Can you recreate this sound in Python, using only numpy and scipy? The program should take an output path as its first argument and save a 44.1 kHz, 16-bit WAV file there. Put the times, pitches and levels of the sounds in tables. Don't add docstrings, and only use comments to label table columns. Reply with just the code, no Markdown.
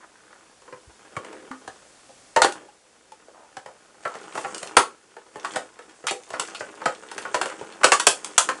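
import sys
import numpy as np
from scipy import signal
from scipy.fft import rfft, irfft, next_fast_len
from scipy.io import wavfile

SR = 44100
rng = np.random.default_rng(int(sys.argv[2]) if len(sys.argv) > 2 else 0)


def wav_record(signal):
    frames = np.transpose(np.atleast_2d(signal))
    bounded = np.clip(frames, -1, 1)
    quanta = np.round(bounded * 32767).astype(np.int16)
    wavfile.write(sys.argv[1], SR, quanta)


N = 379260
TIME = np.arange(N) / SR
AGE = np.arange(SR // 3) / SR
SHORT = SR // 50


def amp(db):
    return 10 ** (np.asarray(db) / 20)


def unit(x):
    return x / np.sqrt(np.mean(x ** 2) + 1e-20)


def along(points, hz):
    f, v = np.transpose(points)
    return np.interp(np.log(hz + 1), np.log(f + 1), v)


def level(rows):
    return amp(np.interp(TIME, *np.transpose(rows)))


def fade(t60_s, t=AGE):
    return np.exp(-np.log(1000) * t / np.maximum(t60_s, 1e-3))


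def add(track, s, sound):
    room_left = track[max(round(s * SR), 0):][:len(sound)]
    room_left += sound[:len(room_left)]


def coloured(x, points, size=4096):
    gain = amp(along(points, np.fft.rfftfreq(size, 1 / SR)))
    cepstrum = irfft(np.log(gain))
    cepstrum[1:size // 2] *= 2
    cepstrum[size // 2 + 1:] = 0
    impulse = irfft(np.exp(rfft(cepstrum)))
    return signal.fftconvolve(x, impulse)[:len(x)]


def around(x, hz, ratio=np.sqrt(2)):
    sections = signal.butter(2, [hz / ratio, hz * ratio], "band", fs=SR, output="sos")
    return signal.sosfilt(sections, x)


def stick_slip(slips_per_s, spread_db, grain_t60_s):
    sizes = amp(spread_db * np.minimum(rng.standard_normal(N), 2))
    slips = (rng.random(N) < slips_per_s / SR) * sizes
    power = signal.fftconvolve(slips ** 2, fade(grain_t60_s) ** 2)[:N]
    return np.sqrt(np.abs(power)) * rng.standard_normal(N)


# (frequency [Hz], t60 [s])
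ROOM_DECAY = [(150, 0.22), (400, 0.24), (1000, 0.18), (3000, 0.19), (10000, 0.2)]


def reverberate(x, wet_db, buildup_s=0.0038):
    hz, t, z = signal.stft(rng.standard_normal(len(AGE)), SR, nperseg=256)
    decay = fade(along(ROOM_DECAY, hz)[:, None], t)
    tail = signal.istft(z * decay, SR, nperseg=256)[1][:len(AGE)]
    tail *= 1 - np.exp(-(AGE / buildup_s) ** 2)
    return x + amp(wet_db) * signal.fftconvolve(x, tail / np.linalg.norm(tail))[:len(x)]


# (time [s], level [dB])
HISS_LEVEL = [(0, -58), (2.3, -53), (2.8, -59), (4.6, -57.5), (5.05, -60), (8.6, -55)]
# (frequency [Hz], gain [dB])
HISS_COLOUR = [(15, -23), (25, -12), (107, -9.5), (173, -9.5), (254, -4.5), (401, -10.5), (518, -2),
               (559, -4.5), (1110, -9.5), (1670, -9.5), (3000, -12.5), (7700, -11), (11000, -17),
               (14300, -26), (22000, -120)]


def background():
    return level(HISS_LEVEL) * unit(coloured(rng.standard_normal(N), HISS_COLOUR))


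# (time [s], level [dB])
RUB_LEVEL = [(0, -59), (0.95, -56), (1.3, -46), (1.8, -56), (2.33, -68), (2.56, -42.5), (2.75, -63),
             (3.55, -57.5), (3.95, -57), (4.3, -42.5), (4.74, -41), (5.0, -61.5), (5.3, -53), (5.53, -39.5),
             (5.68, -53.5), (6.2, -57), (6.38, -42), (6.75, -45.5), (7.1, -44.5), (7.4, -41.5), (7.75, -43),
             (8.25, -44), (8.6, -44)]
# (frequency [Hz], gain [dB])
RUB_COLOUR = [(60, -28.5), (200, -6), (380, 2), (520, 0), (750, -4), (1400, -2.5), (2100, -12),
              (3200, -13.5), (5000, -40)]


def hand_rub(trim_db=-3, wet_db=-3):
    slips = stick_slip(slips_per_s=260, spread_db=4, grain_t60_s=.014)
    rub = level(RUB_LEVEL) * unit(coloured(slips, RUB_COLOUR))
    return reverberate(amp(trim_db) * rub, wet_db)


# (start [s], end [s], mean slip rate [1/s], band centre [Hz], dry level [dB])
CREAKS = [(0, 0.045, 160, 1110, -50.5), (0.139, 0.44, 45, 1330, -59), (1.188, 1.49, 113, 377, -50),
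          (1.241, 1.416, 150, 1490, -55), (2.422, 2.447, 400, 3100, -26), (2.537, 2.659, 170, 465, -53.5),
          (3.34, 3.453, 170, 806, -53), (3.662, 3.716, 220, 700, -51), (4.1, 4.17, 130, 1000, -43),
          (4.345, 4.418, 500, 7500, -47.5), (6.072, 6.101, 350, 2800, -28), (6.454, 6.5, 56, 5900, -48.5),
          (6.543, 6.562, 240, 3270, -39), (6.592, 6.605, 370, 5200, -41.5), (7.484, 7.54, 75, 1160, -41.5)]


def creaks(slip_t60_s=0.028, wet_db=-5):
    out = np.zeros(N)
    for start, end, rate, hz, db in CREAKS:
        stroke = np.zeros(len(AGE))
        moments = np.cumsum(rng.uniform(.5, 1.5, size=48)) / rate
        for late in moments:
            slip = amp(rng.normal(0, 3)) * fade(slip_t60_s)[:SHORT] * rng.standard_normal(SHORT)
            add(stroke, late, slip * (late < end - start))
        stroke = unit(around(stroke, hz))
        add(out, start, amp(db) * stroke * np.sqrt(abs(end - start) / AGE[-1]))
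    return reverberate(out, wet_db)


# (frequency [Hz], level [dB], t60 [s])
SHELL_MODES = [(398, -7, .2), (505, -1, .15), (610, -7, .08), (802, -3, .1), (961, -3, .1), (1122, -1, .12),
               (1285, -2, .18), (1460, -3, .1), (1934, -7, .09), (2965, -6, .06), (3235, -7, .06)]
# (frequency [Hz], gain [dB])
CREASE_COLOUR = [(60, -24.5), (200, -5), (330, 1), (500, 10), (660, 6.5), (900, 9), (1350, 8.5),
                 (1800, 5.5), (2400, -1.5), (3100, 2.5), (4200, -1.5), (8000, 5.5), (11000, -4)]


def buckle(facet_hz, rise_s, t60_s, click_db=7, burst_s=0.0043, ring_db=-24.5, facet_db=-7.5, facet_t60_s=.055):
    fracture = amp(click_db) * np.exp(-(AGE / burst_s) ** 2)
    flutter = rng.standard_normal(len(AGE)) * (fade(t60_s) + fracture)
    facet = fade(facet_t60_s) * np.sin(2 * np.pi * facet_hz * AGE)
    hz, db, life_s = np.transpose(SHELL_MODES)[:, :, None]
    strength, bend, phase = rng.standard_normal((3, len(SHELL_MODES), 1))
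    tones = np.sin(2 * np.pi * (hz * (1 + .02 * bend) * AGE + phase))
    ring = (amp(db + 3 * strength) * fade(life_s) * tones).sum(axis=0)
    swell = 1 - np.exp(-AGE / max(rise_s, 1e-4))
    own_colour = [(f, gain + rng.standard_normal()) for f, gain in CREASE_COLOUR]
    return coloured(swell * (flutter + amp(ring_db) * ring + amp(facet_db) * facet), own_colour)


# (sheet level [dB], t60 [s])
FLUTTER_DECAY = [(-50, .045), (-18.5, 0.041), (-5, 0.011)]
BODY_HZ, SHEET_HZ, EDGE_HZ, CRACK_HZ = (255, 700), (700, 2400), (2650, 4300), (4500, 20000)
PARTS = [signal.butter(3, band, "band", fs=SR, output="sos") for band in (BODY_HZ, SHEET_HZ, EDGE_HZ, CRACK_HZ)]
EDGE_DB, EDGE_FOLLOWS = -3, 0.68
RISE_S, SOFTENING = 0.00051, 0.91
REBOUND_S, REBOUND_DB = .0055, -6.5
REBOUND_FROM_DB = -35


def fold(sheet_db, body_db, crack_db, facet_hz, wet_db=-3.5):
    rise_s = RISE_S * amp(-SOFTENING * crack_db)
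    t60_s = np.interp(sheet_db, *np.transpose(FLUTTER_DECAY))
    snap = reverberate(buckle(facet_hz, rise_s, t60_s), wet_db)
    if sheet_db > REBOUND_FROM_DB:
        late = rng.uniform(.5, 1.5)
        rebound = reverberate(buckle(facet_hz, rise_s, t60_s), wet_db)
        add(snap, late * REBOUND_S, amp(REBOUND_DB) * rebound)
    out = np.zeros(len(AGE))
    edge_db = EDGE_DB + EDGE_FOLLOWS * crack_db
    for band, part_db in zip(PARTS, (body_db, 0, edge_db, crack_db)):
        part = signal.sosfilt(band, snap)
        attack_rms = np.std(part[:SHORT])
        out += amp(sheet_db + part_db) * part / attack_rms
    return out


TICK_DB, TICK_SPREAD_DB = -1.5, -1.5
TICK_BODY_DB, TICK_CRACK_DB, TICK_HZ = -2, -11, 1175


def ticks(count=26):
    out = np.zeros(N)
    moments = (np.arange(count) + rng.random(count)) * TIME[-1] / count
    for s, (size, brittle, pitch) in zip(moments, rng.uniform(-1.01, 1, (count, 3))):
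        sheet_db = np.interp(s, *np.transpose(RUB_LEVEL)) + TICK_DB + TICK_SPREAD_DB * size
        facet_hz = TICK_HZ * 2 ** (pitch / 2)
        add(out, s, fold(sheet_db, TICK_BODY_DB, TICK_CRACK_DB + 6 * brittle, facet_hz))
    return out


# (time [s], flexing sheet level [dB],
# hollow body against sheet [dB], crack against sheet [dB], pitch of the flipping facet [Hz])
SNAPS = [(0.677, -48.5, 2, -27, 1030), (0.7243, -43, 3, -23, 1030), (1.1649, -33, -3, -14, 1144),
         (1.2462, -45, 0, -7, 940), (1.512, -37, -15, -20, 1190), (1.6761, -38, -2, -11, 768),
         (2.0905, -61.5, 13.5, -7, 810), (2.3615, -16, -0.5, -15.5, 906), (2.4181, -14.5, -8, -6.5, 1450),
         (2.4446, -20, -0.5, -8, 813), (2.5222, -43.5, -14, 3, 770), (3.1191, -55, 2.5, -1, 883),
         (3.2814, -58.5, 11.5, -22, 830), (3.5673, -38, -1.5, -10.5, 780), (3.6592, -43.5, 2, -11.5, 880.0),
         (4.0513, -27.5, -3.5, -24, 1350), (4.1519, -45.5, 5.5, -6, 770), (4.352, -35, 1, -15, 954),
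         (4.3748, -29.5, -5, -14.5, 854), (4.445, -29.5, -5, -26, 787), (4.5454, -43, 0, 6.5, 1450),
         (4.5801, -50.5, -17, 11, 1430.0), (4.629, -39.5, 2.5, 1, 1030), (4.7675, -10, -5.5, -7, 1369),
         (5.165, -44.5, 2.5, -18, 890), (5.356, -41.5, 4.5, -15, 860), (5.446, -28, -27, -14.5, 1125),
         (5.5586, -27.0, 0, -7.5, 1478), (5.789, -45, 1, -12, 1330), (6.0392, -44.5, 5.5, -22, 1370),
         (6.068, -29, -18, 0, 1430), (6.0813, -35.5, -21, -2.5, 1930), (6.109, -33.5, 5, 1.5, 790),
         (6.3037, -43.0, 3, -3, 1040.0), (6.3357, -32, -3, -18.5, 1420), (6.3962, -29.5, -7, 1.5, 1406),
         (6.482, -45, -8, -10, 1610), (6.547, -40, -16, -5.5, 1420.0), (6.606, -34.5, 1, -18, 1530),
         (6.816, -36, -3.5, -22, 904), (6.8564, -20, -4, -15, 1260), (7.1142, -38.5, -10, -5.5, 1495),
         (7.1792, -34.5, -5.5, -5, 1630), (7.2494, -31.5, -9, -36, 1457), (7.343, -22, -2.5, -10.5, 968),
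         (7.413, -24.0, -7.5, -8.5, 1570), (7.4566, -33.5, 2.5, -8, 1370.0), (7.6104, -43.0, 9.5, -15, 984),
         (7.8116, -37, -4, -19, 863), (7.8327, -19, -22.5, -14, 1478), (7.842, -13.0, -2.5, -3.5, 1472),
         (7.9185, -14, -7, -5.5, 1152), (7.932, -34.5, -15, 10.5, 1090), (7.9974, -25, -16.5, 0.5, 1940.0),
         (8.0683, -16.5, -2, 4.5, 1570), (8.2453, -40.5, -17, 7.5, 920), (8.3792, -17, -13.5, 4.5, 1048),
         (8.488, -22, -7.5, -13, 1053)]


def snaps(sheet_trim_db=1.0, body_trim_db=-1.5, crack_trim_db=-0.38):
    out = np.zeros(N)
    for s, sheet_db, body_db, crack_db, facet_hz in SNAPS:
        snap = fold(sheet_db + sheet_trim_db, body_db + body_trim_db, crack_db + crack_trim_db, facet_hz)
        add(out, s, snap)
    return out


# (time [s], band centre [Hz], peak level [dB])
BUMPS = [(.868, 68.5, -44), (1.163, 108, -32.5), (4.766, 70.2, -35), (6.857, 167, -35), (7.613, 150.7, -47)]
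THUD_HZ, THUD_DB, THUD_GIVE = 136, -30.5, 0.5
THUD_FROM_DB = -42


def bumps(t60_s=0.094):
    blows = list(BUMPS)
    for s, sheet_db, body_db, _, _ in SNAPS:
        if sheet_db + body_db > THUD_FROM_DB:
            blows.append((s, THUD_HZ, THUD_DB + THUD_GIVE * (sheet_db + body_db)))
    out = np.zeros(N)
    for s, hz, db in blows:
        thud = around(rng.standard_normal(len(AGE)) * fade(t60_s), hz)
        add(out, s, amp(db) * thud / np.abs(thud).max())
    return out


# (time [s], pitch [Hz], level [dB], t60 [s])
PANELS = [(1.166, 2250, -26, 0.045), (1.171, 1105, -30, 0.14), (1.509, 261.4, -33, 0.27),
          (2.447, 802, -7, 0.064), (2.686, 833, -40.5, 0.082), (3.12, 874, -34, 0.074),
          (4.772, 1314, -27.5, 0.32)]


def panels(rise_s=0.00055):
    out = np.zeros(N)
    for s, hz, db, t60_s in PANELS:
        note = (1 - np.exp(-AGE / rise_s)) * fade(t60_s) * np.sin(2 * np.pi * hz * AGE)
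        add(out, s, amp(db) * note)
    return out


# (time [s], level [dB])
SCRAPE_LEVEL = [(4, -56.5), (4.22, -56.5), (4.38, -49), (4.66, -46.5), (4.9, -70.5), (5.3, -65.5),
                (5.52, -42.5), (5.7, -66), (6.22, -56.5), (6.5, -48.5), (6.75, -58), (7.1, -55),
                (7.46, -47.5), (7.75, -56.5), (8.15, -50), (8.6, -51)]
# (frequency [Hz], gain [dB])
SCRAPE_COLOUR = [(800, -17), (1800, 7), (3200, -2), (4200, 0), (7000, 9.5), (9200, 8), (11000, -17)]
SCRAPE_START_S = SCRAPE_LEVEL[0][0]


def crinkle(count=170, grain_t60_s=0.015):
    out, age = np.zeros(N), AGE[:SHORT]
    for moment, pitch, size in rng.random((count, 3)):
        hz = 1200 * 6 ** pitch
        tick = around(rng.standard_normal(len(age)) * fade(grain_t60_s, age), hz, ratio=2)
        s = SCRAPE_START_S + moment * (TIME[-1] - SCRAPE_START_S)
        add(out, s, amp(14 * size ** 2) * unit(tick))
    return unit(out)


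def scrape(trim_db=-1.5, wet_db=-3):
    slips = stick_slip(slips_per_s=600, spread_db=4, grain_t60_s=.009)
    rasp = unit(coloured(slips, SCRAPE_COLOUR))
    cutting = level(SCRAPE_LEVEL) * (TIME > SCRAPE_START_S) * (.8 * rasp + .7 * crinkle())
    return reverberate(amp(trim_db) * cutting, wet_db)


def scene():
    handling = hand_rub() + creaks() + ticks()
    opening = snaps() + bumps() + panels() + scrape()
    return (background() + handling + opening)[None]


def record(dry, ceiling=1.0, notch_hz=3980, notch_half_width_hz=50, bass_hz=22, top_hz=11000):
    clipped = dry / (1 + np.abs(dry / ceiling) ** 6) ** (1 / 6)
    size = next_fast_len(N + SR // 2)
    hz = np.fft.rfftfreq(size, 1 / SR)
    detuning = notch_hz ** 2 - hz ** 2
    notch = detuning / (detuning + 2j * hz * notch_half_width_hz)
    high_pass = 1j * hz / (1j * hz + bass_hz)
    low_pass = 1 / np.sqrt(1 + (hz / top_hz) ** 240)
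    return irfft(rfft(clipped, size) * notch * high_pass * low_pass, size)[:, :N]


dry = scene()
out = record(dry)
wav_record(out)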